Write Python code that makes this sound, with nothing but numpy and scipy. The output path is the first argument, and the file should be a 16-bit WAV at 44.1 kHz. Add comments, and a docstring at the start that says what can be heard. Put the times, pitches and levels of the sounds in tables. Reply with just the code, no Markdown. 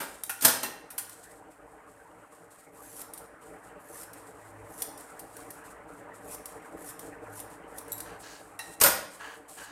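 """Haircut in a small hard-walled room

A dull knock dies away; steel scissors clatter down on a shelf and are picked up, bite again and again
through a held lock, ticking as the blades meet and part, and are put down again. Hair rustles under
the fingers, bangles clink, a comb swishes; dull street noise and a faint hum lie underneath."""
import sys
import numpy as np
from scipy import signal
from scipy.fft import rfft, irfft, next_fast_len
from scipy.io import wavfile
from scipy.ndimage import map_coordinates

SR = 44100
rng = np.random.default_rng(int(sys.argv[2]) if len(sys.argv) > 2 else 0)


def persist_wave(psi):
    """Save psi, clipped to +-1, as 16-bit WAV."""
    counts = np.round(np.clip(psi, -1, 1) * 32767).astype(np.int16)
    wavfile.write(sys.argv[1], SR, np.atleast_2d(counts).T)


N = 428211
TIME = np.arange(N) / SR


def from_db(db):
    """Decibels to gain."""
    return 10 ** (np.asarray(db) / 20)


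def unit_rms(x):
    """Scale to unit power."""
    return x / np.sqrt(np.mean(x ** 2) + 1e-20)


def at_hz(points, hz):
    """Read a curve on a log-frequency axis."""
    f, value = np.transpose(points)
    return np.interp(np.log(np.maximum(hz, 1)), np.log(f), value)


def colour(x, curve):
    """Broad EQ that keeps the power of white noise."""
    size = next_fast_len(N + 4096)
    gain = unit_rms(from_db(at_hz(curve, np.arange(size // 2 + 1) * SR / size)))
    return irfft(rfft(x, size) * gain, size)[:N]


def bandpass(x, low_hz, high_hz):
    """One band with gentle slopes."""
    return signal.sosfilt(signal.butter(2, [low_hz, high_hz], "band", fs=SR, output="sos"), x)


def resonate(x, modes):
    """Parallel resonators; each mode's level sets its share of the power."""
    out, total = 0, 0
    for k, (hz, width, db) in enumerate(modes):
        r = np.exp(-np.pi * width / SR)
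        band = signal.lfilter([1, 0, -1], [1, -2 * r * np.cos(2 * np.pi * hz / SR), r * r], x + 1e-18)
        out = out + (-1) ** k * from_db(db) * np.sqrt((1 - r * r) / 2) * band
        total += from_db(db) ** 2
    return out / np.sqrt(total)


def drift(rate_hz):
    """Smooth random modulation of spread 1."""
    hop, settle = 40, 2000
    r = np.exp(-2 * np.pi * rate_hz * hop / SR)
    slow = signal.lfilter([1], [1, -2 * r, r * r], rng.standard_normal(N // hop + settle + 2))[settle:]
    return np.interp(np.arange(N) / hop, np.arange(len(slow)), unit_rms(slow))


def grains(per_s, spread_db):
    """Tiny slips and snaps at random moments; unit power."""
    sizes = from_db(spread_db * np.minimum(rng.exponential(1, N), 4)) * rng.choice([-1, 1], N)
    return unit_rms(sizes * (rng.random(N) < per_s / SR))


def bursts(times, levels_db, t60s, rise_s):
    """Force envelope of contacts that strike and die away."""
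    power = np.zeros(N)
    for s, db, t60 in zip(times, levels_db, t60s):
        start = max(int(s * SR), 0)
        age = TIME[:min(SR // 2, N - start)]
        envelope = from_db(db - 60 * age / t60) * (1 - np.exp(-age / rise_s))
        power[start:start + len(age)] += envelope ** 2
    return np.sqrt(power)


def blows(s, db, t60, rise_s, rattle_db=-9, rattle_t60_s=0.17):
    """Force envelope of sharp blows, each trailed by a weaker rattle."""
    rattle = bursts(s, db + rattle_db, np.full(len(s), rattle_t60_s), rise_s=0.005)
    return np.hypot(bursts(s, db, t60, rise_s), rattle)


def touch(cues, modes, t60_s):
    """Brief metal contacts set a body ringing."""
    s, db = np.transpose(cues)
    force = bursts(s, db, np.full(len(s), t60_s), rise_s=0.00051) * rng.standard_normal(N)
    return resonate(force, modes)


# fader ride of the street bed: (time [s], level [dB])
STREET_RIDE = [(1.1, -53.5), (2.62, -55), (3.7, -50), (5.63, -49), (6.41, -47.5), (8.26, -48.5),
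               (8.4, -51.5), (9.1, -53.5)]
# the street, muffled by the walls: (frequency [Hz], gain [dB])
STREET_EQ = [(25, -23), (100, -19), (250, -5), (380, -16), (520, -9.5), (700, -5), (900, -2), (1400, -4.5),
             (1900, -9), (2500, -18), (3300, -26.5), (7000, -40)]
# standing waves of the room: (frequency [Hz], width [Hz], level [dB])
STANDING_WAVES = [(54, 7.1, -11), (113.9, 9.8, -12), (171.7, 18, -9), (288.4, 12.5, -3.5),
                  (325.5, 15.6, -4), (430.2, 26, -2), (469.6, 20, -0.5), (589, 37, -1), (779, 48, -2)]
def street(wash_db=-3.5, standing_db=-2, burble_db=3.8):
    """Far street noise burbles band by band and stirs the room's standing waves."""
    edges = np.geomspace(250, 3200, 17)
    white, burble = rng.standard_normal((2, N)), 0
    for k, (low, high) in enumerate(zip(edges, edges[1:])):
        burble = burble + bandpass(white[k % 2], low, high) * from_db(burble_db * drift(16))
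    wash = unit_rms(colour(burble + 0.57 * rng.standard_normal(N), STREET_EQ))
    standing = resonate(rng.standard_normal(N), STANDING_WAVES)
    standing = signal.sosfilt(signal.butter(3, 1100, fs=SR, output="sos"), standing)
    standing = unit_rms(standing * from_db(3.05 * drift(17)))
    fader = from_db(np.interp(TIME, *np.transpose(STREET_RIDE)) + 0.7 * drift(5))
    return fader * (from_db(wash_db) * wash + from_db(standing_db) * standing)


# swells of the hum: (time [s], level [dB])
SWELL_CUES = [(4.6, -58), (6.17, -62), (7.33, -62), (7.9, -64)]
def hum(hz=104.55, width_hz=4, floor_db=-73.5, half_swell_s=0.15):
    """A faint, wavering motor hum of narrow-band noise, with bell-shaped swells."""
    motor = [(hz, width_hz, 0)]
    tone = unit_rms(resonate(resonate(rng.standard_normal(N), motor), motor))
    swells = sum(from_db(db) * np.exp(-((TIME - s) / half_swell_s) ** 2) for s, db in SWELL_CUES)
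    return (from_db(floor_db) + swells) * tone


# fingers shift their grip on the lock: (time [s], length [s], level [dB])
GRIP_CUES = [(0, 0.25, -44.5), (0.25, 0.26, -51), (1.1, 0.32, -54.5), (1.5, 0.096, -66),
             (1.66, 0.14, -69.5), (1.86, 0.46, -67.5), (2.303, 0.19, -60), (2.499, 0.21, -58.5),
             (2.74, .26, -64.5), (3.408, 0.3, -63), (3.63, 0.11, -60), (5.327, 0.31, -55),
             (5.636, .14, -53), (5.872, 0.18, -61), (6.132, 0.19, -58), (6.61, 0.32, -63),
             (7.215, 0.17, -61.5), (7.668, .23, -64.5), (8.183, 0.41, -56), (8.588, 0.21, -47.5),
             (9.098, 0.34, -53.5), (9.478, 0.23, -45.5)]
# blades click apart and slide open: (time [s], click level [dB], slide length [s], slide level [dB])
OPEN_CUES = [(3.135, -37, 0.16, -54), (4.132, -40.5, 0.62, -58), (4.975, -42, 0.54, -53.5),
             (6.456, -34.5, 0.16, -52.5), (6.992, -36.5, 0.18, -53), (7.500, -52.5, .09, -49),
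             (7.880, -46, 0.34, -61)]
# airy sheen of sliding hair: (frequency [Hz], gain [dB])
HAIR_EQ = [(1000, -14), (3500, -13), (6000, -12), (8200, 0), (10000, -4.5), (12000, -8.5), (14100, -13.5),
           (14500, -17), (16000, -28)]
def hair_rustle(rustle_db=-2.5, hiss_db=-72, attack_s=0.019, release_s=0.057, sag_db=11, waver_db=3.4):
    """Strands crackle over fingers and opening blades above a faint hiss; each rub catches and eases."""
    slides = [(s, length, db) for s, _, length, db in OPEN_CUES]
    friction = np.zeros(N)
    for s, length, db in GRIP_CUES + slides:
        at = np.arange(max(int(s * SR), 0), min(int((s + length) * SR), N))
        age = TIME[at] - s
        fades = np.clip(np.minimum(age / attack_s, (length - age) / release_s), 0, 1)
        friction[at] += from_db(db - sag_db * age / length) * fades
    friction *= from_db(waver_db * drift(17))
    crackle = colour(grains(per_s=6000, spread_db=2.5), HAIR_EQ)
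    return (from_db(rustle_db) * friction + from_db(hiss_db)) * crackle


# a dull knock dies away at the very start; then the scissors land:
# (time [s], level [dB], chatter t60 [s], shelf send [dB], thud send [dB])
IMPACT_CUES = [(0.001, -37.5, 0.21, -10, 1), (0.409, -31, 0.078, -24, -18.5),
               (0.4213, -24.5, 0.093, -16.5, -12), (0.439, -26.5, 0.063, -3.5, -1.5),
               (0.4482, -8, 0.061, -15, -12.5), (0.479, -18, 0.05, -5, -7.5), (0.631, -24.5, .04, -17, -5),
               (8.8006, -26.5, 0.044, -16, -12), (8.8118, -11, 0.055, -9.5, -9.5),
               (8.836, -6.5, 0.027, -2, -11.5), (8.859, -19, 0.076, 6, -3)]
# bright ring of loose scissors: (frequency [Hz], width [Hz], level [dB])
LOOSE_STEEL_MODES = [(3720, 13, -25), (5050, 150, 1), (6040, 300, -27), (7500, 72, -22), (9030, 28, -2),
                     (8540, 250, 6), (10140, 50, -14.5), (10600, 27, -10), (12160, 35, 6.5),
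                     (12140, 35, -3), (11750, 510, -11.5), (13500, 46, -7), (13700, 54, 4.5),
                     (14470, 25, -5), (15300, 200, -17.5)]
# midrange body of the shelf: (frequency [Hz], width [Hz], level [dB])
SHELF_MODES = [(571.4, 15, -5), (850, 600, -2), (1120, 140, -9.5), (1439, 33, 1), (1420, 350, -1),
               (1950, 200, -10)]
# hard edge of a steel contact: (frequency [Hz], gain [dB])
CRACK_EQ = [(300, -6.5), (1500, -4.5), (3000, -4), (5500, 0), (9000, 4), (12500, 2), (14200, -2.5),
            (14600, -10), (16000, -31)]
# weight under an impact: (frequency [Hz], gain [dB])
THUD_EQ = [(30, -34), (70, -15), (115, -19), (180, -3), (350, -3), (650, 0), (1500, 0), (2400, -6),
           (4000, -11), (9000, -30)]
def clatter(steel_db=-1, crack_db=-3, shelf_db=-2.5, thud_db=3.5):
    """A dull knock fades; then loose scissors bounce, ring and rattle as the shelf rings and thuds."""
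    s, db, t60, shelf_send, thud_send = np.transpose(IMPACT_CUES)
    force = blows(s, db, t60, rise_s=0.00065) * grains(per_s=14000, spread_db=0.5)
    shelf_force = blows(s, db + shelf_send, t60, rise_s=0.0032) * rng.standard_normal(N)
    thud_force = blows(s, db + thud_send, t60, rise_s=0.0044) * rng.standard_normal(N)
    return (from_db(steel_db) * resonate(force, LOOSE_STEEL_MODES)
            + from_db(crack_db) * colour(force, CRACK_EQ)
            + from_db(shelf_db) * resonate(shelf_force, SHELF_MODES)
            + from_db(thud_db) * colour(thud_force, THUD_EQ))


# scissors click in the hand: (time [s], level [dB], chatter t60 [s], knock send [dB])
HANDLING_CUES = [(0.2352, -23.5, 0.021, -26), (0.294, -29, 0.093, -2), (0.903, -42, 0.11, -6.5),
                 (0.9794, -26, 0.078, -11.5), (1.0945, -36, .022, -18), (3.175, -43, 0.077, -24),
                 (5.007, -38, 0.018, -23), (5.193, -38, 0.046, -25), (5.367, -33.5, 0.017, -26),
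                 (5.504, -39.5, 0.046, -14.5), (7.978, -40, 0.064, -26), (8.003, -30, 0.029, -28),
                 (8.5904, -35, .04, -6)]
# choked ring of held scissors: (frequency [Hz], width [Hz], level [dB])
HELD_STEEL_MODES = [(5700, 230, -14.5), (7100, 240, -17.5), (9040, 230, 1.5), (9450, 180, -15.5),
                    (9790, 390, 4), (11350, 140, 1.5), (12600, 390, 3), (13100, 400, -28), (13980, 227, -2)]
# dull knock of the handle: (frequency [Hz], width [Hz], level [dB])
HANDLE_MODES = [(820, 170, -7), (1430, 65, 1.5), (1800, 150, -2), (2590, 180, -1), (4000, 230, -25.5)]
def scissor_ticks(steel_db=-1, crack_db=-4, snip_t60_s=0.034, snip_knock_db=-25):
    """Blades and finger rings meet, in handling and twice in each snip; the hand damps their ring."""
    contacts = [(s, db) for s, _, _, db in CUT_CUES] + [(s, db) for s, db, _, _ in OPEN_CUES]
    snip_clicks = [(s, db, snip_t60_s, snip_knock_db) for s, db in contacts]
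    s, db, t60, knock_send = np.transpose(HANDLING_CUES + snip_clicks)
    chatter = grains(per_s=16000, spread_db=2)
    force = bursts(s, db, t60, rise_s=0.0009) * chatter
    knock = bursts(s, db + knock_send, t60, rise_s=0.0008) * chatter
    return (from_db(steel_db) * resonate(force, HELD_STEEL_MODES)
            + from_db(crack_db) * colour(force, CRACK_EQ)
            + resonate(knock, HANDLE_MODES))


# light taps: (time [s], level [dB])
TAP_CUES = [(0.636, -30), (8.591, -33)]
# ring of a tap: (frequency [Hz], width [Hz], level [dB])
TAP_RING = [(830, 94, -5.5), (1850, 71, -0.5), (2720, 42, -9.5), (3970, 120, -7), (5760, 190, -7),
            (9600, 350, -5.5)]
def shelf_taps():
    """Steel touches the shelf lightly and rings for a moment."""
    return touch(TAP_CUES, TAP_RING, t60_s=0.094)


# blades close and click shut: (shut time [s], stroke length [s], crunch level [dB], click level [dB])
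CUT_CUES = [(3.015, 0.3, -45, -35.5), (4.032, 0.25, -45.5, -40.5), (4.820, 0.17, -45.5, -22),
            (6.345, 0.11, -42, -36), (6.905, 0.15, -44, -50), (7.4, 0.11, -44, -34.5),
            (7.782, 0.044, -47, -33)]
# crisp crunch of sheared hair: (frequency [Hz], gain [dB])
CRUNCH_EQ = [(800, -6), (3500, -15.5), (5800, -12.5), (8000, -2), (10000, -1.5), (12000, -2), (14100, -10),
             (14500, -7), (16000, -31)]
# squeak of edge on edge: (frequency [Hz], width [Hz], level [dB])
SQUEAK_MODES = [(6900, 180, -7), (11450, 170, 0), (13900, 900, -9)]
def cuts(swell_db=20, release_s=0.008, flutter_db=4, squeak_db=-4.5, slip_db=5, pitch_sag=0.26):
    """Tufts snap ever harder as the blades close; the rubbing edges squeak in fits, sinking in pitch."""
    crunch = colour(grains(per_s=2200, spread_db=0), CRUNCH_EQ)
    crunch *= unit_rms(from_db(flutter_db * np.tanh(drift(70))))
    rub = resonate(rng.standard_normal(N), SQUEAK_MODES)
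    rub *= unit_rms(from_db(slip_db * np.tanh(2 * drift(20))))
    judder = 0.012 * drift(25.4)
    out = np.zeros(N)
    for end, length, db, _ in CUT_CUES:
        start = end - length
        at = np.arange(int(start * SR), int(end * SR) + SR // 10)
        closed = np.clip((TIME[at] - start) / length, 0, 1)
        fades = np.minimum(10 * closed, 1) * np.exp(-np.maximum(TIME[at] - end, 0) / release_s)
        grip = from_db(db - swell_db * (1 - closed)) * fades
        pitch_ratio = 1 - pitch_sag * closed ** 2 + judder[at]
        squeak = map_coordinates(rub[at], [np.cumsum(pitch_ratio)], order=5)
        # the edges rub hardest past mid-stroke; at the tips only the crunch is left
        pressure = np.sqrt(np.abs(np.sin(np.pi * closed ** 2)))
        out[at] += grip * (crunch[at] + from_db(squeak_db) * pressure * squeak)
    return out


# bangles touch: (time [s], level [dB])
CLINK_CUES = [(7.9185, -25.5), (7.928, -28)]
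# sparkle of a bangle: (frequency [Hz], width [Hz], level [dB])
BANGLE_MODES = [(3870, 220, -4.5), (5750, 270, -8), (7700, 250, 2), (9100, 330, 1), (11570, 120, 11),
                (12500, 150, -15), (13350, 200, 2), (14200, 130, -7), (15200, 200, -3)]
def bangles():
    """Metal bangles knock together in a quick double clink."""
    return touch(CLINK_CUES, BANGLE_MODES, t60_s=0.03)


# comb and fingers pull through the lock: (start [s], end [s], level [dB], rasp send [dB])
COMB_CUES = [(8.046, 8.183, -51.5, -9.5), (8.217, 8.418, -52, 1.5), (9.192, 9.373, -43.5, -11.5),
             (9.562, 9.75, -48, -5.5)]
# body of the swish: (frequency [Hz], width [Hz], level [dB])
SWISH_MODES = [(920, 420, 6.5), (1680, 180, 9), (2910, 360, 0.5)]
# rasp of the teeth: (frequency [Hz], width [Hz], level [dB])
RASP_MODES = [(4200, 1800, -0.5), (4860, 500, -0.5), (6160, 1500, -3)]
def comb():
    """Strands slip past the teeth in a raspy swish; each stroke catches and fades."""
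    slips = grains(per_s=6700, spread_db=3)
    swish, rasp = resonate(slips, SWISH_MODES), resonate(slips, RASP_MODES)
    out = np.zeros(N)
    for start, end, db, rasp_send in COMB_CUES:
        at = np.arange(int(start * SR), min(int(end * SR), N))
        drawn = np.clip((TIME[at] - start) / (end - start), 0, 1)
        pull = np.minimum(10 * drawn, 1) * np.sqrt(1 - drawn ** 2)
        out[at] += from_db(db) * pull * (swish[at] + from_db(rasp_send) * rasp[at])
    return out


# reverb time of the hard walls: (frequency [Hz], t60 [s])
REVERB_DECAY = [(100, 0.72), (500, 0.62), (1500, 0.57), (4000, 0.56), (9000, 0.39), (15000, 0.26)]
def room(x, wet_db, build_s=0.00067):
    """Dense wall echoes whose treble dies first."""
    age, tail = TIME[:SR], 0
    edges = np.geomspace(50, 17000, 13)
    for low, high in zip(edges, edges[1:]):
        t60 = at_hz(REVERB_DECAY, np.sqrt(low * high))
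        tail = tail + bandpass(rng.standard_normal(SR), low, high) * from_db(-60 * age / t60)
    tail *= 1 - np.exp(-age / build_s)
    return x + from_db(wet_db) * signal.fftconvolve(x, tail / np.linalg.norm(tail))[:N]


def scene():
    """Mono mix; the shelf stands farther off than the hands and sounds wetter."""
    hands = room(scissor_ticks() + bangles() + cuts(), wet_db=-5.5)
    shelf = room(clatter() + shelf_taps(), wet_db=-4.5)
    hair = room(hair_rustle() + comb(), wet_db=-12)
    return (shelf + hands + hair + street() + hum())[None]


def record(dry, cutoff_hz=15850):
    """A steep low-pass trims the very top."""
    return signal.sosfilt(signal.ellip(12, 0.1, 80, cutoff_hz, fs=SR, output="sos"), dry)


dry = scene()
out = record(dry)
persist_wave(out)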